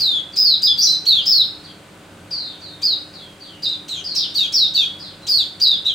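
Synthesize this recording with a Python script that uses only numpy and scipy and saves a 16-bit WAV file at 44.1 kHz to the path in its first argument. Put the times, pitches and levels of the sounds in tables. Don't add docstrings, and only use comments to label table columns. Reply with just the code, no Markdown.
import sys
import numpy as np
from scipy import signal
from scipy.fft import rfft, irfft
from scipy.io import wavfile
from scipy.ndimage import uniform_filter1d, minimum_filter1d

SR = 44100
rng = np.random.default_rng(int(sys.argv[2]) if len(sys.argv) > 2 else 0)


def put_to_file(sound):
    columns = np.atleast_2d(sound).T
    safe = np.clip(columns, -1, 1)
    whole_steps = np.round(safe * 32767)
    wavfile.write(sys.argv[1], SR, whole_steps.astype(np.int16))


N = 261954
T = np.arange(N) / SR


def undb(db):
    return 10 ** (np.asarray(db) / 20)


def unit(x):
    return x / np.sqrt(np.mean(x ** 2))


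def colour(x, points):
    hz, db = np.transpose(points)
    f = np.maximum(np.fft.rfftfreq(N, 1 / SR), 1)
    return irfft(rfft(x) * undb(np.interp(np.log(f), np.log(hz), db)), N)


def drift(rate_hz):
    k = max(int(SR / rate_hz), 1)
    steps = np.repeat(rng.standard_normal(N // k + 1), k)
    return unit(uniform_filter1d(uniform_filter1d(steps, k), k)[:N])


def spread(mid, side):
    return np.array([mid + side, mid - side])


def near_bird():
    # start_s, rise_s, length_s, top_hz, end_hz, hold_s, sag (0 straight, 10 a sudden drop),
    # lilt_hz, lilt_at (0-1), level_db, fade_db, husk_db, second_harmonic_db, third_harmonic_db, chip_db
    notes = [ (-.006, 0.0067, .18, 5040, 3420, 0.0051, 3.37, -1, 0.7, -21, -2, -47, -24.5, -17.5, -14),
             (.369, .011, 0.17, 5070, 3772, 0.054, 0.31, 1, .6, -14.5, -5, -46, -34, -23.5, -27.5),
             (.627, 0.0083, 0.09, 4970, 3450, .037, 12.7, -5, .6, -14, -6.5, -53, -31, -22, -29),
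             (.784, .011, 0.031, 4750, 4810, 0.018, 4, 4, .6, -14.5, -9, -43, -24, -16.5, -37),
             (.815, .009, .12, 5484, 3987, 0.037, 8.6, 155.5, .74, -14, -7.5, -36, -19, -22.5, -42),
             (1.066, 0.013, 0.13, 4375, 3120, 0.018, 1.46, 158.5, 0.8, -13.5, -9.5, -35, -26.5, -21, -31.5),
             (1.263, .009, 0.15, 5202, 3698, 0.047, 2.86, 379, 0.75, -14.5, -3, -53, -30.5, -22, -30),
             (2.829, 0.013, .11, 4893, 3790, 0.025, 1.15, -3, 0.4, -18, -8, -33.5, -32, -25, -27),
             (3.629, 0.0097, 0.11, 4850, 3606, .011, 11.2, 442, 0.64, -22.5, -8.5, -31, -23, -24, -32),
             (3.887, 0.0058, 0.11, 4312, 3100, 0.0074, 1.36, 1, .6, -30.5, -6, -24, -8, -10, -16.5),
             (4.157, .009, 0.087, 5520, 3115, 0.0019, 0.31, 114, 0.47, -17.5, -14.5, -33, -27.5, -24, -23),
             (4.352, .011, .096, 4673, 3283, .011, 3.2, 253, .66, -19, -5.5, -24.5, -19, -17, -30),
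             (4.535, .014, 0.12, 5470, 3667, .012, 2.87, 118, .5, -16, -5.5, -36, -30, -23.5, -24.5),
             (4.747, 0.011, 0.085, 4510, 3340, .012, 5, 254.5, 0.59, -17.5, -3, -25.5, -23.5, -21, -31.5),
             (5.286, .02, 0.13, 4970, 3455, .012, 0.8, 522.5, 0.64, -17, -5.5, -32, -17, -20, -21.5),
             (5.613, .015, 0.13, 4834, 3506, .018, 3.92, 200, 0.66, -13.5, -8.5, -38, -27.5, -24.5, -29.5),
             (5.856, .011, 0.062, 3893, 3140, 0.015, 1.6, 0, .6, -15.5, -15, -32.5, -24, -24, -41.5), ]
    return room(voice_box(notes), direct_db=-4.0, early_db=1, tail_db=-3.5, build_s=0.0073)


def voice_box(notes, soft_start_db=-8, release_s=0.0074, jitter=0.009, wobble=0.0092,
              swell_s=0.0042, scoop=.46, arch=0.0458, overshoot=0.0497, settle_s=0.028,
              shiver_hz=85, buzz_hz=190, loud_db=-14, hiss_db=-43):
    # centre_s, half_length_s, depth_hz
    buzzes = [(0.839, 0.022, 830), (3.94, 0.081, 160), (4.194, 0.034, 377)]
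    # pitch_hz, gain_db
    throat = [(1500, -30), (2500, 7), (3300, 0.5), (5500, 2), (6800, -3.5), (8500, -8), (10500, -12),
              (13000, -2.5), (15500, 1)]
    song = np.zeros(N)
    waver = 1 + jitter * drift(1100) + wobble * drift(150)
    depth_hz = sum(hz * np.exp(-((T - centre) / half) ** 2) for centre, half, hz in buzzes)
    buzz = depth_hz * np.sin(2 * np.pi * buzz_hz * T + 0.3 * drift(150))
    slip = 0.3 * drift(300)
    rasp = colour(rng.standard_normal(N), [(1800, 5), (3000, -1.5), (7000, 15.0), (12000, -3.0)])
    for start, rise_s, length, *shape, db, fade_db, husk_db, second_db, third_db, chip_db in notes:
        husk, second, third, chip = undb([husk_db, second_db, third_db, chip_db])
        on = (T > start - rise_s) & (T < start + length + 5 * release_s)
        t = T[on]
        age = np.maximum(t - start, 0)
        closed = np.clip((start - t) / rise_s, 0, 1)
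        slack = np.exp(-age / swell_s)
        shiver = overshoot * np.exp(-age / settle_s) * np.cos(2 * np.pi * shiver_hz * age)
        pitch = slide(age, length, *shape) * (1 + shiver - arch * slack) * (1 - scoop * closed ** 2)
        phase = 2 * np.pi * np.cumsum(pitch * waver[on] + buzz[on]) / SR
        swing_db = db + soft_start_db * slack + fade_db * np.minimum(age / length, 1)
        release = np.exp(-np.maximum(age - length, 0) / release_s)
        swing = undb(swing_db) * (1 - closed) ** 3 * release
        effort = np.sqrt(swing / undb(loud_db))
        tone = np.sin(phase) + second * np.sin(2 * phase) + effort * third * np.sin(3 * phase)
        snap = undb(db - loud_db) * np.minimum(3 * (1 - closed), 1)
        snap *= np.exp(-(t - start + rise_s) / 0.008)
        attack = snap * chip * (np.sin(2 * phase) + 0.94 * np.sin(phase) + 0.5 * rasp[on])
        quarter = phase / 4 + slip[on]
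        husky = np.sin(3 * quarter) + 0.81 * sum(np.sin(k * quarter) for k in range(5, 8))
        husky += 0.31 * sum(np.sin(k * quarter) for k in range(9, 16))
        song[on] += np.sqrt(2) * (swing * (tone + husk * husky + undb(hiss_db) * rasp[on]) + attack)
    return colour(song, throat)


def slide(age, length, top_hz, end_hz, hold_s, sag, lilt_hz=0, lilt_at=0):
    lilt_share, flick_octaves_per_s = .17, 9.06
    hold_s = np.clip(hold_s, 0, .8 * length)
    progress = np.clip((age - hold_s) / (length - hold_s), 0, 1)
    relaxed = np.expm1(-sag * progress) / np.expm1(-sag)
    lilt = lilt_hz * np.exp(-((age / length - lilt_at) / lilt_share) ** 2)
    flick = 2 ** (-flick_octaves_per_s * np.maximum(age - length, 0))
    return (top_hz + (end_hz - top_hz) * relaxed + lilt) * flick


def room(x, direct_db, early_db, tail_db, build_s):
    early = echoes(ring_s=0.18, treble_ring_s=0.078, build_s=0.00086, width=0.5)
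    tail = echoes(ring_s=0.42, treble_ring_s=0.33, build_s=build_s, width=0.47)
    response = undb(early_db) * early + undb(tail_db) * tail
    direct = undb(direct_db) * colour(x, [(5500, 0.5), (11000, 2.0)])
    return direct + np.array([signal.fftconvolve(x, ear)[:N] for ear in response])


def echoes(ring_s, treble_ring_s, build_s, width):
    t = T[:SR]
    noise = spread(rng.standard_normal(SR), width * rng.standard_normal(SR))
    low = signal.sosfiltfilt(signal.butter(4, 7000, fs=SR, output="sos"), noise)
    tail = low * np.exp(-np.log(1000) * t / ring_s)
    tail += (noise - low) * np.exp(-np.log(1000) * t / treble_ring_s)
    return unit(tail * (1 - np.exp(-t / build_s))) / np.sqrt(SR)


def fan(hum_db=-1.5, rush_db=-45, hiss_db=-50.5, wander_hz=2.085,
        boom_hz=153, boom_width_hz=14, boom_db=-57):
    # pitch_hz, level_db (before hum_db is added)
    motor_tones = [(96.9, -56.5), (188.4, -62.5), (301.5, -52), (333.8, -60), (398.4, -60), (549.1, -57),
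                   (597.5, -65.5), (748.3, -60.5), (1502, -62)]
    # pitch_hz, gain_db
    rush_curve = [(15, -53), (25, -14.5), (65, -12), (92, -2), (125, -8), (173, 0), (261, -9), (295, -6),
                  (430, -9), (543, -11), (638, -10.5), (736, -12.5), (1210, -14), (1510, -12.5),
                  (1800, -21.5), (2340, -56), (3960, -120)]
    # pitch_hz, gain_db
    hiss_curve = [(1060, -35), (1800, -1.5), (2790, -2), (3440, -3.5), (4970, -9), (5390, -13), (8590, -10),
                  (12300, -21.5), (16000, -22)]
    hum = np.zeros(N)
    for hz, db in motor_tones:
        level = np.sqrt(2) * undb(hum_db + db + drift(4.6))
        hum += level * np.sin(2 * np.pi * np.cumsum(hz + wander_hz * drift(16)) / SR)
    rush = undb(rush_db + .5 * drift(4.26)) * air(rush_curve)
    room_note = signal.iirpeak(boom_hz, boom_hz / boom_width_hz, fs=SR)
    boom = undb(boom_db) * unit(signal.lfilter(*room_note, rng.standard_normal(N)))
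    return hum + rush + boom + undb(hiss_db) * air(hiss_curve)


def air(curve):
    mid, side = (unit(colour(rng.standard_normal(N), curve)) for _ in range(2))
    side = colour(side, [(40, -13.0), (130, -27.5), (300, -11.5), (1200, -7.5), (10000, -6.0)])
    return spread(mid, side)


def far_bird():
    # start_s, rise_s, length_s, top_hz, end_hz, hold_s, sag, level_db, fade_db
    notes = [(0.33, 0.011, 0.15, 4760, 3700, 0.012, 6.2, -34.5, -11),
             (1.216, 0.011, 0.11, 4750, 3770, 0.019, 2.2, -36, -2),
             (1.641, 0.0089, 0.082, 4590, 3185, 0.015, 6.5, -38, -20),
             (2.312, 0.006, 0.2, 4880, 3580, 0.0044, 1.44, -25, -14.5),
             (2.618, 0.015, 0.13, 4645, 3634, 0.001, 2.9, -35.5, -13.5),
             (3.138, 0.012, 0.18, 4950, 3190, 0.0009, 5.1, -37.5, -18.5),
             (3.407, 0.013, 0.194, 4640, 2845, 0.021, 4.5, -39, -19.5),
             (4.043, 0.005, 0.22, 5030, 3676, 0.0057, 2.43, -27.5, -5),
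             (4.998, 0.014, 0.075, 4970, 3610, 0.0017, 1.35, -34, -5.5),
             (5.225, 0.01, 0.05, 4190, 4000, 0.0044, 1.75, -40, -5)]
    # husk_db, second_harmonic_db, third_harmonic_db, chip_db
    tone = (-39, -23, -29, -22)
    song = voice_box([(*note, *tone) for note in notes],
                     soft_start_db=-5, release_s=0.015, jitter=0.0175, wobble=0.0163)
    dulled = colour(song, [(5500, -1.5), (7500, -8), (13000, -5)])
    return room(dulled, direct_db=-7.5, early_db=-1, tail_db=0.0, build_s=0.019)


def scene():
    return near_bird() + far_bird() + fan()


def record(dry, ceiling=.86, top_hz=15850):
    peak = -minimum_filter1d(-np.abs(dry).max(axis=0), size=400)
    gain = uniform_filter1d((1 + (peak / ceiling) ** 4) ** -.25, size=300)
    return signal.sosfilt(signal.ellip(10, .2, 80, top_hz, fs=SR, output="sos"), dry * gain)


dry = scene()
out = record(dry)
put_to_file(out)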